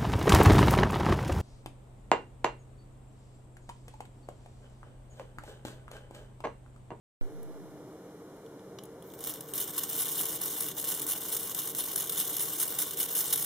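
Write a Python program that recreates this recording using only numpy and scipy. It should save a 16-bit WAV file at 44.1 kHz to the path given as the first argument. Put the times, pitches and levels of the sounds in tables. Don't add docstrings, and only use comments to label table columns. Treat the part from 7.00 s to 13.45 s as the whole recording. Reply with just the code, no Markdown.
import sys
import numpy as np
from scipy import signal
from scipy.fft import rfft, irfft, next_fast_len
from scipy.io import wavfile
from scipy.ndimage import uniform_filter1d, map_coordinates

SR = 44100
rng = np.random.default_rng(int(sys.argv[2]) if len(sys.argv) > 2 else 0)


def dump_mix(stems):
    frames = np.atleast_2d(stems).T
    limited = np.clip(frames, -1, 1)
    pcm = np.round(limited * 32767).astype(np.int16)
    wavfile.write(sys.argv[1], SR, pcm)


N = 284445

# (frequency [Hz], level [dB])
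HUM_TONE = [(25, -22), (55, -12.5), (85, -10), (145, 2), (240, -6), (400, -3), (650, -7.5), (1000, -12),
            (2000, -23), (3200, -27.5), (6000, -28), (12000, -30.5), (15000, -34), (16000, -54)]
# (frequency [Hz], width [Hz], boost [dB])
HUM_PEAKS = [(185.6, 10, 6.1), (302.3, 44.5, 11.6), (388.8, 20.4, 9.4), (458.2, 36.4, 11.7),
             (519.5, 20, 6.6), (634.4, 28, 6.2), (1440, 47, 4.7)]
# (frequency [Hz], left-right likeness [-1..1])
HUM_IMAGE = [(30, 1), (250, 1), (500, 1), (2000, 0.85), (5000, 0.17), (12000, 0.067)]
# (frequency [Hz], level [dB])
RUMBLE_TONE = [(20, 8), (60, -8), (140, 3), (250, -6), (500, -21), (1500, -32), (6000, -70)]
# (time [s], peak level [dB], bright ping over dull knock [dB])
HAND_CLICKS = [(0.43, -41, 19), (1.3655, -51, 8), (1.4625, -49.5, -6), (1.594, -51, -8.5),
               (1.787, -33.5, -14.5), (1.836, -37.5, 11), (1.8534, -39.5, 18), (2.024, -41, 5),
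               (2.1013, -42.5, 0), (2.1372, -36, 7.5), (2.1904, -35, 12)]
# (frequency [Hz], level [dB])
DAMPED_TONE = [(300, -13), (1200, 0), (2200, -6), (3050, 2), (3800, 1), (5000, -4), (6300, -0.5),
               (8000, -16), (15000, -28)]
# (frequency [Hz], level [dB])
TOOTH_TONE = [(200, -46), (700, -15), (1500, -9.5), (2400, -11), (4200, -6.5), (5500, -3), (7100, -3.5),
              (8800, 0), (10500, -0.5), (12200, 2.5), (15000, -2), (16000, -2)]
# (frequency [Hz], width [Hz], boost [dB])
BRASS_MODES = [(1083, 78, 7.5), (3030, 560, 5.5), (3570, 530, 6), (6590, 370, 3.5), (7500, 190, 3),
               (8370, 810, 2), (9880, 320, 7), (10470, 400, 10.5), (11120, 470, 8), (13280, 490, 9.5),
               (14340, 310, 7.5), (14790, 290, 12)]
# (frequency [Hz], left-right likeness [-1..1])
CLOCK_IMAGE = [(300, 0.97), (2400, 1), (3200, 1), (4000, 0.49), (5000, 0.87), (8500, 0.55), (10500, 0.33),
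               (12500, -0.15), (15000, 0.018)]
# (frequency [Hz], 60 dB decay time [s])
ROOM_DECAY = [(300, 0.099), (3000, 0.6), (14000, 0.022)]
# (time [s], drive level [dB])
TRAIN_DRIVE = [(2.0, -76), (2.07, -61.5), (2.18, -58), (2.24, -41), (2.36, -45), (2.39, -53), (2.47, -54),
               (2.5, -48), (2.525, -53.5), (2.55, -38.5), (2.75, -39.5), (3.02, -34.5), (3.5, -37),
               (4.65, -38), (5.48, -36), (5.93, -38.5), (6.2, -34), (6.45, -33.5)]
# (centre time [s], boost [dB], length [s])
WHEEL_SWELLS = [(2.29, 6.5, 0.043), (2.597, 5.5, .085), (2.783, 9, 0.023), (3.005, 5, 0.049),
                (3.203, 5.5, 0.037), (3.445, 3, .06), (3.622, 4, 0.05), (3.795, 2.5, 0.028),
                (3.9, 5.5, .09), (4.108, 7, 0.052), (4.338, 5.5, 0.062), (4.595, 5, 0.041),
                (4.797, 7, 0.039), (4.997, 5, 0.054), (5.2, 7, 0.06), (5.415, 4.5, 0.055),
                (5.618, 8.5, 0.052), (5.812, 8.5, 0.059), (6.015, 8.5, 0.052), (6.185, 5.5, 0.066),
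                (6.335, 9.5, 0.03)]
# (centre time [s], dip [dB], length [s])
WHEEL_LULLS = [(2.66, -5, 0.031), (2.722, -6.5, 0.032), (2.87, -7, 0.035), (3.39, -10, .025),
               (3.743, -12, 0.049), (4.053, -5, .02), (4.197, -9, 0.024), (4.535, -7, .018),
               (4.735, -8, .04), (5.07, -2.5, .03), (5.955, -5, .03), (6.075, -6, 0.023)]
# (frequency [Hz], level [dB])
WHIRR_TONE = [(200, -20.5), (500, -15), (800, 7), (1300, 1.5), (2200, -4), (4000, -29)]
# (frequency [Hz], width [Hz], boost [dB])
FRAME_MODES = [(1101, 99, 9.5), (1501, 89, 8.5)]
# (time [s], peak level [dB], step per rebound [dB])
ARBOR_CLACKS = [(2.206, -30, -3), (2.2397, -22, -9), (2.2467, -24, -2), (2.2944, -24, -3.5),
                (2.3383, -27, -3), (2.4069, -29, -0.5), (2.5365, -20, -5.5), (2.601, -20, 0),
                (2.677, -26, -1.5), (2.7786, -19.5, 0.5), (2.8342, -18.5, 0), (3.2543, -18, -1),
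                (3.414, -21, 0), (3.6057, -17.5, -0.5), (3.841, -21.5, -2.5), (4.0168, -23, 0),
                (4.0663, -21, -8), (4.366, -19.5, -1), (4.5472, -16, -7), (4.673, -21, -2),
                (4.749, -19, -6.5), (4.9585, -16, 0.5), (5.095, -17.5, -2.5), (5.1212, -22, -4),
                (5.366, -19.5, -0.5), (5.3941, -18, -3), (5.5993, -16.5, -3), (5.7865, -17, -0.5),
                (5.9088, -22, -2), (5.9718, -22, -3), (6.15, -18, -1), (6.3275, -17, 0), (6.3347, -14, -2),
                (6.357, -18, -3), (6.3749, -17.5, -2)]
# (frequency [Hz], width [Hz])
EQ_NOTCHES = [(2600, 252), (4620, 304), (7900, 130)]

SWITCH_ON_S, HIGH_CUT_HZ = .212, 15800
CRUISE_DB = -36
TEETH_DB, TEETH_SLOPE = -34.5, 0.93
RING_DB, RING_SLOPE = -43.5, 1.4
WHIRR_DB, WHIRR_SLOPE = -54.5, 0.42


def amp(db):
    return 10 ** (np.asarray(db) / 20)


def unit(x):
    return x / np.sqrt(np.mean(x ** 2) + 1e-20)


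def along(points, hz):
    freqs, values = np.transpose(points)
    return np.interp(np.log(hz + 1), np.log(freqs + 1), values)


def wobble(rate):
    return map_coordinates(rng.standard_normal(N // 100), [np.arange(N) * rate / SR], mode="wrap")


def filtered(x, response):
    size = next_fast_len(x.shape[-1] + SR // 2, True)
    return irfft(rfft(x, size) * response(np.fft.rfftfreq(size, 1 / SR)), size)[..., :x.shape[-1]]


def body(tone, modes):
    def response(hz):
        peaks_db = sum(boost / (1 + (2 * (hz - f) / width) ** 2) for f, width, boost in modes)
        cepstrum = irfft(np.log(amp(along(tone, hz) + peaks_db)))
        half = len(cepstrum) // 2
        return np.exp(rfft(np.r_[cepstrum[0], 2 * cepstrum[1:half]], 2 * half))
    return response


def spread(pair, image):
    angle = lambda hz: np.arccos(np.clip(along(image, hz), -1, 1)) / 2
    mid_side = filtered(pair, lambda hz: np.array([np.cos(angle(hz)), np.sin(angle(hz))]))
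    return np.array([[1, 1], [1, -1]]) @ mid_side


def add(track, s, sound):
    part = track[:, round(s * SR):][:, :sound.shape[-1]]
    part += sound[:, :part.shape[-1]]


def switch_on_pop(left_db, right_db, settle_s, rise_s):
    t = np.arange(SR) / SR
    swing = (1 - t / settle_s) * np.exp(-t / settle_s) * np.tanh(t / rise_s)
    out = np.zeros((2, N))
    add(out, SWITCH_ON_S, np.outer([-amp(left_db), amp(right_db)], swing))
    return out


def hum(left_lag_s):
    noise = spread(rng.standard_normal((2, N)), HUM_IMAGE)
    drone = unit(filtered(noise, body(HUM_TONE, HUM_PEAKS)))
    drone = filtered(drone, lambda hz: np.exp(-2j * np.pi * hz * np.array([[left_lag_s], [0]])))
    rumble = unit(filtered(rng.standard_normal(N), lambda hz: amp(along(RUMBLE_TONE, hz))))
    return amp(-48) * drone + amp(-78.5) * np.array([rumble, -rumble])


def brass_pings(count, t60, ring_db, ring_t60):
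    t = np.arange(SR // 10) / SR
    envelope = amp(-60 * t / t60) + amp(ring_db - 60 * t / ring_t60)
    bursts = rng.standard_normal((count, 2, len(t))) * envelope
    pings = filtered(spread(bursts, CLOCK_IMAGE), body(TOOTH_TONE, BRASS_MODES))
    return pings / np.sqrt(np.sum(pings ** 2, axis=(1, 2), keepdims=True))


def handling_clicks(dull_t60):
    out = np.zeros((2, N))
    t = np.arange(SR // 10) / SR
    pings = brass_pings(len(HAND_CLICKS), t60=0.025, ring_db=-21, ring_t60=.06)
    for (s, db, bright_db), ping in zip(HAND_CLICKS, pings):
        knock = rng.standard_normal((2, len(t))) * amp(-60 * t / dull_t60)
        dull = filtered(spread(knock, CLOCK_IMAGE), body(DAMPED_TONE, BRASS_MODES))
        click = unit(dull) + amp(bright_db) * unit(ping)
        add(out, s, amp(db) * click / np.abs(click).max())
    return out


def room_reverb(x):
    hz, t, noise = signal.stft(rng.standard_normal((2, SR // 3)), SR, nperseg=256)
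    decay = amp(-60 * t / along(ROOM_DECAY, hz)[:, None])
    tail = spread(signal.istft(noise * decay, SR, nperseg=256)[1], CLOCK_IMAGE)
    return signal.oaconvolve(x, tail / np.linalg.norm(tail[0]), axes=1)[:, :N]


def humps(rows, steepness=3.3):
    t = np.arange(N) / SR
    return sum(db * np.exp(-np.minimum(np.abs(2 * (t - s) / length), 10) ** steepness)
               for s, db, length in rows)


def tooth_load():
    times, levels = np.transpose(TRAIN_DRIVE)
    drive_db = np.interp(np.arange(N) / SR, times, levels, left=-200)
    return drive_db - CRUISE_DB + humps(WHEEL_SWELLS) + humps(WHEEL_LULLS)


def tooth_rattle(rate_hz, jitter, force_db, flutter_db, flutter_hz, points=16):
    grid_s = np.arange(0, N / SR, 1 / rate_hz)
    timing, force, place = rng.standard_normal((len(grid_s), 3)).T
    hits = (np.abs(grid_s + jitter * timing / rate_hz) * SR).astype(int) % N
    blows = amp(force_db * np.tanh(force) + flutter_db * np.tanh(wobble(flutter_hz)[hits]))
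    power = uniform_filter1d(np.bincount(hits, blows ** 2, N), size=1800)
    blows = blows / np.sqrt(np.abs(power[hits]) + 1e-12)
    point = np.argsort(place) % points
    out = np.zeros((2, N))
    for k, ping in enumerate(brass_pings(points, t60=0.018, ring_db=-17, ring_t60=0.047)):
        strikes = np.bincount(hits[point == k], blows[point == k], N)
        out += signal.oaconvolve(strikes[None], ping, axes=1)[:, :N]
    return unit(out)


def shimmer(x, depth_db, rate_hz):
    out = x.copy()
    for f, width, _ in BRASS_MODES:
        mode = filtered(x, lambda hz: 1 / (1 + ((hz - f) / width) ** 4))
        gain = amp(depth_db * (np.tanh(wobble(rate_hz)) + 0.52))
        out += mode * (gain - 1)
    return out


def chatter(load_db, ring_hz, ring_width_hz):
    rattle = tooth_rattle(rate_hz=950, jitter=.35, force_db=7.0, flutter_db=2.5, flutter_hz=150)
    teeth = shimmer(rattle, depth_db=3.0, rate_hz=40)
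    ring = filtered(teeth, lambda hz: 1 / (1 + (2 * (hz - ring_hz) / ring_width_hz) ** 6))
    teeth_gain = amp(TEETH_DB + TEETH_SLOPE * load_db)
    ring_gain = amp(RING_DB + RING_SLOPE * load_db)
    return teeth_gain * (teeth - ring) + ring_gain * unit(ring)


def whirr(load_db, rough_db, extra_swell):
    rub = rng.standard_normal((2, N)) * amp(rough_db * wobble(rate=160))
    frame = filtered(spread(rub, CLOCK_IMAGE), body(WHIRR_TONE, FRAME_MODES))
    level_db = WHIRR_DB + WHIRR_SLOPE * load_db + extra_swell * humps(WHEEL_SWELLS)
    return amp(level_db) * unit(frame)


def backlash(gap_s, dip_db):
    t = np.arange(N) / SR
    clack_times = np.array([s for s, *_ in ARBOR_CLACKS] + [np.inf])
    until_clack = clack_times[np.searchsorted(clack_times, t)] - t
    return amp(dip_db * np.exp(-(until_clack / gap_s) ** 2))


def arbor_clacks(snap_s, clatter_s, hits=3):
    out = np.zeros((2, N))
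    for s, db, rebound_db in ARBOR_CLACKS:
        length = np.interp(rebound_db, [-8, 0], [snap_s, clatter_s])
        delays = length * np.r_[0, np.sort(rng.uniform(.3, 1, hits - 1))]
        steps_db = rebound_db * np.arange(hits)
        gains = amp(db + steps_db - steps_db.max())
        pings = brass_pings(hits, t60=0.013, ring_db=-18, ring_t60=0.043)
        for delay, gain, ping in zip(delays, gains, pings):
            add(out, s + delay, gain * ping / np.abs(ping).max())
    return out


def scene():
    load_db = tooth_load()
    teeth = chatter(load_db, ring_hz=10320, ring_width_hz=1950) * backlash(gap_s=0.01, dip_db=-4.5)
    clacks = arbor_clacks(snap_s=.002, clatter_s=.004)
    train = teeth + clacks + whirr(load_db, rough_db=3.5, extra_swell=0.17)
    clock = train + handling_clicks(dull_t60=0.023)
    pop = switch_on_pop(left_db=-25, right_db=-23, settle_s=0.096, rise_s=0.00013)
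    pan = amp([[.25], [-.25]])
    return clock * pan + amp(-15.5) * room_reverb(clock) + hum(left_lag_s=.00008) + pop


def record(dry):
    def master_eq(hz):
        notches = [1 - .99 / (1 + np.abs(2 * (hz - f) / width) ** 3) for f, width in EQ_NOTCHES]
        return np.prod(notches, axis=0) / (1 + (hz / HIGH_CUT_HZ) ** 200)
    live = np.arange(N) / SR > SWITCH_ON_S
    return filtered(dry * live, master_eq)


dry = scene()
out = record(dry)
dump_mix(out)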